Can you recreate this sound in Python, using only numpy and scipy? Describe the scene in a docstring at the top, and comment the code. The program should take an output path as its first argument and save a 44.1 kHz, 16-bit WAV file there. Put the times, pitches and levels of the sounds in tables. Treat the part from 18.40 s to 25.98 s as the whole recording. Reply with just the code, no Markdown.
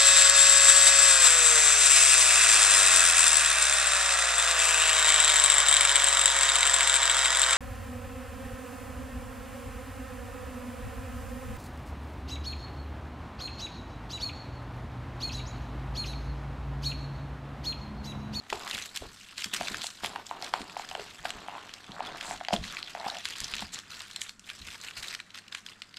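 """A small dog tugs and bites a foil-lined plush toy on a wooden living-room floor, over low rumble.
From the start each squeeze crackles the foil and snaps its large facets; paws thud and shake the floor,
claws and hard bits of the toy knock and skid, and the toy scrapes over the boards. From 1.4 s sliding
foil adds a few airy spurts. The heaviest thud lands at 4.1 s. After 5.2 s the knocks stop, leaving
mostly foil and a few faint thuds. The room answers briefly throughout."""
import sys
import numpy as np
from scipy import signal
from scipy.fft import rfft, irfft
from scipy.io import wavfile
from scipy.ndimage import uniform_filter1d, map_coordinates

SR = 44100
rng = np.random.default_rng(int(sys.argv[2]) if len(sys.argv) > 2 else 0)


def waveform_to_disk(signal):
    """Save audio, clipped to [-1, 1], as 16-bit WAV at the path in sys.argv[1]."""
    frames = np.transpose(np.atleast_2d(signal))
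    scaled = np.clip(frames, -1, 1) * 32767
    samples = np.round(scaled).astype(np.int16)
    wavfile.write(sys.argv[1], SR, samples)


N = 334410
TIME = np.arange(N) / SR

# foil spectrum: freq_hz, level_db
FOIL_SPECTRUM = [(200, 4.5), (600, -1), (950, -0.5), (1450, 2.5), (2100, -0.5), (3200, 0.5), (4200, 0),
                 (5500, -3.5), (6500, -3.5), (7800, -1.5), (9200, -9), (12000, -10), (15500, -22.5)]
# struck floorboard spectrum: freq_hz, level_db
BOARD_SPECTRUM = [(100, -14), (420, -8), (700, 6.5), (1100, -1.5), (1700, 1.5), (3000, 4), (6000, -12),
                  (14000, -26)]
# paws and soft toy landing: start_s, boom_db, boom_hz, shake_db
LANDINGS = [(0.125, -30, 443, -50), (0.346, -43, 217, -56), (0.621, -35.5, 483, -44.5),
            (1.059, -41, 217, -59), (1.133, -41, 195, -73), (1.205, -37, 233, -53), (1.31, -36, 234, -51.5),
            (1.634, -38, 184, -54), (2.206, -34, 245.6, -56), (2.5, -56, 180, -59),
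            (2.595, -36.5, 517, -59), (2.803, -74, 152, -56), (2.955, -42.5, 185.7, -53),
            (3.493, -39, 186, -58), (3.882, -43, 181, -57), (3.939, -56, 180.4, -53.5),
            (4.132, -24.5, 214, -45), (4.19, -51, 194, -40.5), (4.661, -39, 250, -68),
            (5.015, -52, 182, -49), (5.136, -51, 180, -50), (5.221, -39, 198, -50), (6.21, -52, 120, -51.5),
            (6.275, -54, 184, -58), (6.575, -56, 182, -56)]


def amp(db):
    """Decibels to gain."""
    return 10 ** (np.asarray(db) / 20)


def unit(x):
    """Scale to unit rms."""
    return x / np.sqrt(np.mean(x ** 2) + 1e-20)


def read(points, hz):
    """Interpolate on a log-frequency axis."""
    freqs_hz, values = np.transpose(points)
    return np.interp(np.log(hz + 1), np.log(freqs_hz + 1), values)


def follow(curve):
    """Level curve to per-sample gain."""
    return amp(np.interp(TIME, *np.transpose(curve)))


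def add(mix, start_s, sound):
    """Mix a sound in at start_s."""
    part = mix[max(round(start_s * SR), 0):][:len(sound)]
    part += sound[:len(part)]


def tint(x, spectrum):
    """Filter by a spectrum."""
    return irfft(rfft(x) * amp(read(spectrum, np.fft.rfftfreq(len(x), 1 / SR))), len(x))


def blow(spectrum, ripple_db, size=1024, knots=24):
    """Minimum-phase response of a struck body; each spot has its own spectral ripple."""
    hz = np.fft.rfftfreq(size, 1 / SR)
    ripple = np.interp(np.sqrt(hz), np.linspace(0, np.sqrt(hz[-1]), knots), rng.standard_normal(knots))
    cepstrum = irfft(np.log(amp(read(spectrum, hz) + ripple_db * ripple)))
    cepstrum[1:size // 2] *= 2
    cepstrum[size // 2 + 1:] = 0
    return irfft(np.exp(rfft(cepstrum)))


def ring(x, hz, q):
    """One damped mode, scaled to the energy of 2 ms at unit power."""
    mode = signal.lfilter(*signal.iirpeak(min(hz, SR / 4), max(q, .7), SR), x)
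    return mode / np.linalg.norm(mode) * np.sqrt(SR * .002)


def grains(shapes, per_s, spread_db):
    """Random clicks, many small and few large, each with one of the shapes."""
    at = np.flatnonzero(rng.random(N) < per_s / SR)
    levels_db = spread_db * np.minimum(rng.exponential(1, N), 3.7)
    sizes = (amp(levels_db) * rng.choice([-1, 1], N))[at]
    which = rng.integers(0, len(shapes), N)[at]
    out = np.zeros(N)
    for k, shape in enumerate(shapes):
        clicks = np.zeros(N)
        clicks[at[which == k]] = sizes[which == k]
        out += signal.oaconvolve(clicks, shape)[:N]
    return out


def steady(x, size=2600):
    """Level the slow power, keep the spikes."""
    window = signal.windows.hann(size)
    power = abs(signal.oaconvolve(x ** 2, window / window.sum(), "same"))
    return x / np.sqrt(power + 1e-12)


def strokes(rows, attack_s, release_s, sag_db_per_s=0):
    """Joint gain of strokes: each swells up to its start, sags while held, then dies."""
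    power = np.zeros(N)
    t = TIME[:SR] - attack_s
    for start_s, length_s, level_db in rows:
        shape = np.clip(1 + t / attack_s, 0, 1) * np.exp(-np.maximum(t - length_s, 0) / release_s)
        add(power, start_s - attack_s, (amp(level_db - sag_db_per_s * t) * shape) ** 2)
    return np.sqrt(power)


def background(rumble_db=1, jolt_s=0.015, air_db=-62, hum_hz=99.3, hum_db=-71.5):
    """Handling rumble and a floor jolt per landing, over still room air and a faint hum."""
    # spectra: freq_hz, level_db
    rumble_spectrum = [(10, -25), (25, -7.5), (45, -4.5), (75, -5.5), (130, -11), (250, -17), (600, -47),
                       (3000, -78)]
    air_spectrum = [(30, -3.5), (100, -11), (200, 4), (400, -9.5), (850, -14.5), (1400, -3.5),
                    (3500, -18.5), (8000, -19.5), (12500, -44)]
    # handling, settling near the end: time_s, level_db
    handling = [(0.0, -73), (6.6, -71.5), (7.0, -86)]
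    jolts = [(start_s, jolt_s, shake_db) for start_s, _, _, shake_db in LANDINGS]
    shake = np.hypot(strokes(jolts, attack_s=0.016, release_s=0.04), follow(handling))
    rumble = shake * steady(tint(rng.standard_normal(N), rumble_spectrum), size=4000)
    air = unit(tint(rng.standard_normal(N), air_spectrum))
    hum = unit(np.sin(2 * np.pi * hum_hz * TIME))
    return amp(rumble_db) * rumble + amp(air_db) * air + amp(hum_db) * hum


def crushing():
    """How hard the foil is crushed: squeezes on top of a hand's grip."""
    # bites and tugs: start_s, length_s, level_db
    squeezes = [(0.103, 0.166, -47), (0.277, 0.18, -40.5), (0.553, 0.02, -39.5), (0.977, 0.084, -41.5),
                (1.1363, 0.035, -34.5), (1.2, 0.185, -41.5), (1.409, 0.074, -42), (1.636, 0.03, -37),
                (1.868, 0.04, -50), (2.023, 0.067, -45.5), (2.141, 0.081, -48), (2.373, 0.075, -46),
                (2.491, 0.038, -50), (2.597, 0.05, -49), (2.851, 0.039, -43.5), (3.64, 0.041, -47),
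                (3.775, 0.2, -44.5), (4.134, 0.0087, -33.5), (4.233, 0.166, -41), (4.472, 0.036, -43.5),
                (4.66, 0.031, -38.5), (4.75, 0.16, -49.5), (4.8547, 0.35, -42), (5.137, 0.09, -42),
                (5.3346, 0.058, -40.5), (5.502, 0.13, -43), (6.268, 0.084, -44.5), (6.435, 0.054, -43),
                (6.569, 0.175, -41), (6.946, 0.041, -46.5), (7.124, 0.063, -47.5), (7.2632, 0.061, -49.5),
                (7.568, 0.02, -50.5)]
    # rustle under the grip: time_s, level_db
    grip = [(0.05, -60), (0.2, -50.5), (0.92, -51), (1.55, -50), (1.95, -55.5), (2.7, -49.5), (3.45, -52.5),
            (4.6, -48.5), (5.22, -44), (5.27, -49.5), (5.46, -54), (5.68, -48.5), (5.9, -49), (5.97, -79),
            (6.07, -47.5), (6.55, -51.5), (6.88, -60.5), (7.58, -58.5)]
    return np.hypot(strokes(squeezes, attack_s=0.015, release_s=0.013, sag_db_per_s=9.5), follow(grip))


def rattle(x, after_db, decay_s, size=600):
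    """One flip tips its neighbours: a dying burst of copies follows; total energy is kept."""
    burst = rng.standard_normal(size) * (rng.random(size) < .15) * np.exp(-TIME[:size] / decay_s)
    burst *= amp(after_db) / (np.linalg.norm(burst) + 1e-9)
    burst[0] += 1
    rattled = np.convolve(x, burst)
    return rattled * np.linalg.norm(x) / np.linalg.norm(rattled)


def clumps(spread_db, clump_s):
    """One crease sets off others: a random factor on the flip rate, mean one."""
    knots = rng.standard_normal(4000)
    rate = amp(spread_db * np.interp(TIME / clump_s, np.arange(len(knots)), knots))
    return rate / rate.mean()


def shifting_folds(x, patch_db=3.0, patch_s=.022, patch_hz=700):
    """Folds open and close, changing the colour in short patches."""
    hz, t, bins = signal.stft(x, SR, nperseg=256, noverlap=192)
    folds = rng.standard_normal((200, 2000))
    grid = np.meshgrid(hz / patch_hz, t / patch_s, indexing="ij")
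    patches = unit(map_coordinates(folds, grid, order=1, mode="wrap"))
    return signal.istft(bins * unit(amp(patch_db * patches)), SR, nperseg=256, noverlap=192)[1][:N]


def crinkle(gain_db=-1.5, base_per_s=620, facet_hz=2900, span_octaves=0.9, plush_db=-11.5):
    """Small facets, dead or ringing, flip more often under a harder crush; the plush rubs softly."""
    crush = crushing()
    facets = []
    for pitch_hz in facet_hz * 2 ** np.linspace(-span_octaves, span_octaves, 48):
        q = 1.6 * np.exp(0.91 * rng.standard_normal())
        flip = ring(blow(FOIL_SPECTRUM, ripple_db=3.5), pitch_hz, q)
        facets.append(rattle(flip, after_db=2.0, decay_s=0.0038))
    per_s = base_per_s * (.6 + .5 * np.sqrt(unit(crush))) * clumps(spread_db=7.0, clump_s=0.0024)
    flips = steady(grains(facets, per_s, spread_db=3.5), size=3000)
    plush = unit(tint(rng.standard_normal(N), FOIL_SPECTRUM))
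    return amp(gain_db) * crush * shifting_folds(flips + amp(plush_db) * plush)


def ticks(gain_db=-7, centre_hz=7000):
    """The tiniest creases tick, dry and bright, loudest under a hard squeeze."""
    crush = crushing()
    creases = (ring(blow(FOIL_SPECTRUM, ripple_db=4.0), centre_hz, q=0.7) for _ in range(20))
    shapes = [rattle(crease, after_db=-4.5, decay_s=0.0011) for crease in creases]
    stream = steady(grains(shapes, per_s=240, spread_db=5.5), size=5000)
    return amp(gain_db) * crush * unit(crush) ** 0.52 * stream


def snaps(highpass_hz=1100):
    """A large facet buckles, rings briefly and rattles the foil around it."""
    # buckling facets: start_s, level_db, pitch_hz
    buckles = [(0.1015, -29.5, 3020), (0.1293, -27.5, 2670), (0.277, -32, 2000), (0.3115, -26, 3250),
               (0.348, -29, 3600), (0.3787, -30.5, 1870), (0.3868, -31, 2900), (0.423, -32.5, 4630),
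               (0.561, -29.5, 5400), (0.573, -27.5, 4060), (0.9806, -28.5, 3600), (1.022, -29, 2840),
               (1.043, -23, 3500), (1.1352, -26.5, 3200), (1.1464, -27.5, 3730), (1.272, -29, 2400),
               (1.283, -24.5, 2280), (1.344, -24.5, 1810), (1.4181, -28.5, 3670), (1.4414, -31, 3000),
               (1.468, -27.5, 6000), (1.5034, -37, 3780), (1.646, -28.5, 2380), (1.759, -33.5, 1920),
               (1.8667, -36.5, 5610), (2.0244, -30.5, 4240), (2.045, -33, 4200), (2.064, -35, 3200),
               (2.1378, -24, 2595), (2.2167, -36, 2300), (2.297, -38, 2400), (2.4896, -34.5, 3300),
               (2.5123, -33, 2900), (2.5504, -29.5, 2430), (2.5974, -38, 2800), (2.855, -25, 2398),
               (2.8934, -34, 2910), (2.905, -26.5, 3044), (3.293, -38, 2250), (3.338, -32.5, 4200),
               (3.443, -41, 3100), (3.5188, -37, 3450), (3.81, -28, 2726), (3.9105, -33, 2049),
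               (4.0491, -31.5, 2700), (4.085, -25.5, 2680), (4.133, -21.5, 3200), (4.163, -25.5, 3200),
               (4.2405, -32, 2400), (4.369, -27, 2310), (4.4283, -28, 2940), (4.7, -27, 3680),
               (4.747, -36, 3600), (4.769, -32, 3900), (4.785, -35, 4000), (4.8549, -22.5, 3367),
               (4.9002, -35, 4230), (5.0034, -25.5, 7100), (5.0435, -25, 5600), (5.138, -24, 2900),
               (5.145, -29.5, 2880), (5.193, -31.5, 2860), (5.3584, -34, 3850), (5.6045, -33, 2780),
               (5.7118, -37, 3220), (5.761, -26.5, 4350), (5.8156, -28.5, 7300), (5.8173, -27, 3020),
               (5.8938, -32, 3630), (5.9953, -41.5, 6150), (6.093, -36, 2500), (6.1005, -30.5, 2740),
               (6.2855, -34.5, 1650), (6.414, -37, 5940), (6.5097, -35.5, 2100), (6.628, -33, 2280),
               (6.683, -32, 3600), (6.7493, -27, 3540), (6.792, -40, 2180), (6.8008, -31, 2200),
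               (6.9043, -43, 3400), (6.946, -37, 2730), (6.9757, -37, 3200), (6.9874, -38, 4220),
               (7.0806, -42, 3730), (7.124, -32.5, 3440), (7.1486, -26, 2320), (7.2637, -33, 3440),
               (7.2868, -39, 3020), (7.4197, -31, 3200), (7.542, -39.5, 3900), (7.569, -34, 4850)]
    out = np.zeros(N)
    for start_s, level_db, pitch_hz in buckles:
        flip = amp(level_db) * ring(blow(FOIL_SPECTRUM, ripple_db=3.0), pitch_hz, q=1.7)
        add(out, start_s, rattle(flip, after_db=5.0, decay_s=0.0019))
    # a small sheet radiates little bass
    return signal.lfilter(*signal.butter(2, highpass_hz, "high", fs=SR), out)


def covered(x, above_hz=6000):
    """The foil's treble comes and goes as fur and hand cover it."""
    # treble shelf: time_s, gain_db
    cover = [(0.0, 2), (1.1, -1), (2.0, 0.5), (2.65, -2), (3.85, -4), (4.3, -8), (4.7, -3.5), (5.35, -6.5),
             (5.85, -1), (7.58, -3)]
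    treble = signal.sosfiltfilt(signal.butter(2, above_hz, "high", fs=SR, output="sos"), x)
    return x + (follow(cover) - 1) * treble


def thuds(gain_db=0.5):
    """Soft landings push the floor: a short, dull boom."""
    # paw blow: freq_hz, level_db
    paw_spectrum = [(30, 13), (70, -26), (130, -4.5), (185, 5.5), (260, -0.5), (430, 2.5), (700, -17.5),
                    (2000, -48), (8000, -63)]
    out = np.zeros(N)
    for start_s, boom_db, boom_hz, _ in LANDINGS:
        push = ring(blow(paw_spectrum, ripple_db=2, size=4096, knots=90), boom_hz, q=2.2)
        add(out, start_s, amp(boom_db) * push / abs(push).max())
    return amp(gain_db) * out


def knocks(cutoff_ratio=3.8):
    """A hard tip rings a board for a few cycles; the lower the ring, the blunter the blow."""
    # claws and hard toy parts: start_s, level_db, pitch_hz
    strikes = [(0.1267, -23, 1020), (0.1297, -26, 730), (0.6205, -35.5, 606), (1.2113, -23, 680),
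               (1.443, -32.5, 940), (1.6351, -33.5, 788), (1.6464, -26.5, 1030), (1.7608, -25.5, 880),
               (1.9118, -25, 1020), (1.926, -38, 892), (2.027, -33, 765), (2.1387, -16.5, 911),
               (2.3675, -25.5, 794), (2.3962, -28.5, 858.5), (2.552, -26.5, 838), (2.5954, -31, 620),
               (2.8523, -25, 800), (3.0843, -28.5, 775), (3.6054, -23, 840), (3.91, -27, 800),
               (4.011, -28.5, 744.5), (4.085, -24.5, 785), (4.107, -25.5, 766), (4.1273, -18, 670),
               (4.1386, -18.5, 626), (4.5504, -28, 768.5), (4.6645, -27.5, 795.7), (5.2234, -30, 844)]
    out = np.zeros(N)
    for start_s, level_db, pitch_hz in strikes:
        lowpass = signal.butter(2, cutoff_ratio * pitch_hz, fs=SR)
        blunt = signal.lfilter(*lowpass, blow(BOARD_SPECTRUM, ripple_db=4.5))
        add(out, start_s, -amp(level_db) * ring(blunt, pitch_hz, q=3.44))
    return out


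def skids(per_s=140, jitter=0.883, uneven_db=4.0, lowpass_hz=3400):
    """Stick and slip: a fast, uneven run of soft blows, each on a different spot of the board."""
    # hard toy part chattering: start_s, end_s, level_db, pitch_hz, log_pitch_scatter
    runs = [(0.13, 0.192, -51, 805, 0.1), (0.2, 0.267, -46, 1130, 0.01), (1.194, 1.268, -57, 730, 0.1),
            (1.659, 1.799, -51.5, 794, 0.12), (1.921, 2.078, -51.5, 880, 0.17),
            (2.135, 2.2, -47, 810, 0.098), (2.508, 2.599, -47, 744, 0.19), (3.09, 3.176, -45, 880, 0.24),
            (3.531, 3.598, -47, 846, 0.2), (3.61, 3.764, -51, 1040, 0.41), (3.846, 3.949, -47.5, 946, 0.12),
            (4.554, 4.644, -44, 786, 0.12), (4.643, 4.681, -38.5, 853.3, 0.14),
            (4.712, 4.783, -45, 805, 0.13)]
    lowpass = signal.butter(2, lowpass_hz, fs=SR)
    out = np.zeros(N)
    for start_s, end_s, level_db, pitch_hz, scatter in runs:
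        slips = np.zeros(round((end_s - start_s) * SR) + 1024)
        for slot_s in np.arange(0, end_s - start_s, 1 / per_s):
            strike = blow(BOARD_SPECTRUM, ripple_db=4.5)
            slip = ring(strike, pitch_hz * np.exp(scatter * rng.standard_normal()), q=5)
            slip_s = slot_s + jitter * rng.random() / per_s
            add(slips, slip_s, amp(uneven_db * rng.standard_normal()) * slip)
        add(out, start_s, amp(level_db) * unit(signal.lfilter(*lowpass, slips)))
    return out


def scrape(gain_db=-4, lift_db=-58):
    """The dragged toy rubs over the wood grain; below a light touch it lifts clear."""
    # one slip: freq_hz, level_db
    slip_spectrum = [(100, -13), (300, -6.5), (500, -8.5), (700, -1), (950, -2.5), (1250, -5), (2000, -15),
                     (4000, -15), (12000, -57)]
    # rubs on boards or paws: start_s, length_s, level_db
    drags = [(0.14, 0.24, -43.5), (0.645, 0.01, -41.5), (1.195, 0.21, -43), (1.64, 0.18, -43),
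             (1.92, 0.17, -44), (2.145, 0.09, -43), (2.555, 0.11, -47.5), (2.85, 0.43, -43.5),
             (3.49, 0.087, -47), (3.62, 0.15, -39), (3.83, 0.12, -41.5), (4.56, 0.2, -49), (5.05, 0.2, -50),
             (6.45, 0.089, -55.5), (6.57, 0.2, -53)]
    # light rubbing between drags: time_s, level_db
    touch = [(0.0, -50.5), (0.45, -51.5), (0.8, -60.5), (1.3, -59.5), (2.3, -45.5), (2.75, -52), (4.5, -50),
             (5.0, -66), (5.8, -63), (5.98, -73), (6.2, -59), (7.1, -59)]
    slips = [blow(slip_spectrum, ripple_db=3) for _ in range(10)]
    drag = np.hypot(strokes(drags, attack_s=0.031, release_s=0.0074, sag_db_per_s=8), follow(touch))
    contact = drag / (drag + amp(lift_db))
    return amp(gain_db) * drag * contact * steady(grains(slips, per_s=600, spread_db=3))


def sizzle():
    """Foil slides over foil: short, airy spurts of very fine creases."""
    # one fine crease: freq_hz, level_db
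    crease_spectrum = [(500, -35), (4000, -10), (6500, -5.5), (7600, 0.5), (9000, -9.5), (12000, -22),
                       (15500, -35)]
    # foil slides: start_s, length_s, level_db
    slides = [(1.442, 0.028, -41), (3.85, 0.089, -47), (5.338, 0.0071, -38), (5.815, 0.024, -45),
              (6.57, 0.14, -63)]
    creases = [blow(crease_spectrum, ripple_db=3) for _ in range(10)]
    spurts = strokes(slides, attack_s=0.017, release_s=0.0049)
    return spurts * steady(grains(creases, per_s=1500, spread_db=4.0))


def room(x, wet_db, taps_per_s=3000, first_s=0.0041, build_s=0.0011, size=24000):
    """Sparse reflections build up, then die band by band."""
    # living-room decay: freq_hz, t60_s
    decay = [(100, 0.48), (700, 0.17), (3000, 0.2), (8000, 0.31), (15000, 0.27)]
    taps = rng.standard_normal(size) * (rng.random(size) < taps_per_s / SR)
    hz, t, bins = signal.stft(taps, SR, nperseg=256)
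    bins = bins * amp(-60 * t / read(decay, hz)[:, None])
    tail = signal.istft(bins, SR, nperseg=256)[1][:size]
    tail *= np.clip((TIME[:size] - first_s) / build_s, 0, 1)
    return x + amp(wet_db) * signal.oaconvolve(x, tail / np.linalg.norm(tail))[:N]


def stereo_width(mid, width=0.13, lean=0.34, lean_above_hz=11500):
    """Nearly mono in bass and mids, diffuse in the top treble and stronger there on the right."""
    # side level: freq_hz, level_db
    side_level = [(100, -15), (500, -16.5), (1500, -43), (3800, -37), (4800, -7), (8000, -3), (10700, 0),
                  (12000, 15), (16000, 8)]
    # the left-right phase wanders from tick to tick
    wander = unit(uniform_filter1d(rng.standard_normal(N), 100))
    diffuse = tint(np.imag(signal.hilbert(mid)) * np.tanh(2 * wander), side_level)
    treble = signal.sosfiltfilt(signal.butter(8, lean_above_hz, "high", fs=SR, output="sos"), mid)
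    side = width * diffuse - lean * treble
    return np.array([mid + side, mid - side])


def scene():
    """Toy, floor and paws in the room, in stereo."""
    foil = covered(crinkle() + ticks() + snaps()) + sizzle()
    toy = room(foil, wet_db=-11.5)
    boards = room(knocks() + skids() + scrape(), wet_db=-7.0)
    paws = room(thuds(), wet_db=-3.5)
    return stereo_width(toy + boards + paws + background())


def record(dry):
    """Steep low-pass at 15.7 kHz."""
    lowpass = signal.firwin(401, 15700, window=("kaiser", 9), fs=SR)
    return signal.oaconvolve(dry, lowpass[None], "same")


dry = scene()
out = record(dry)
waveform_to_disk(out)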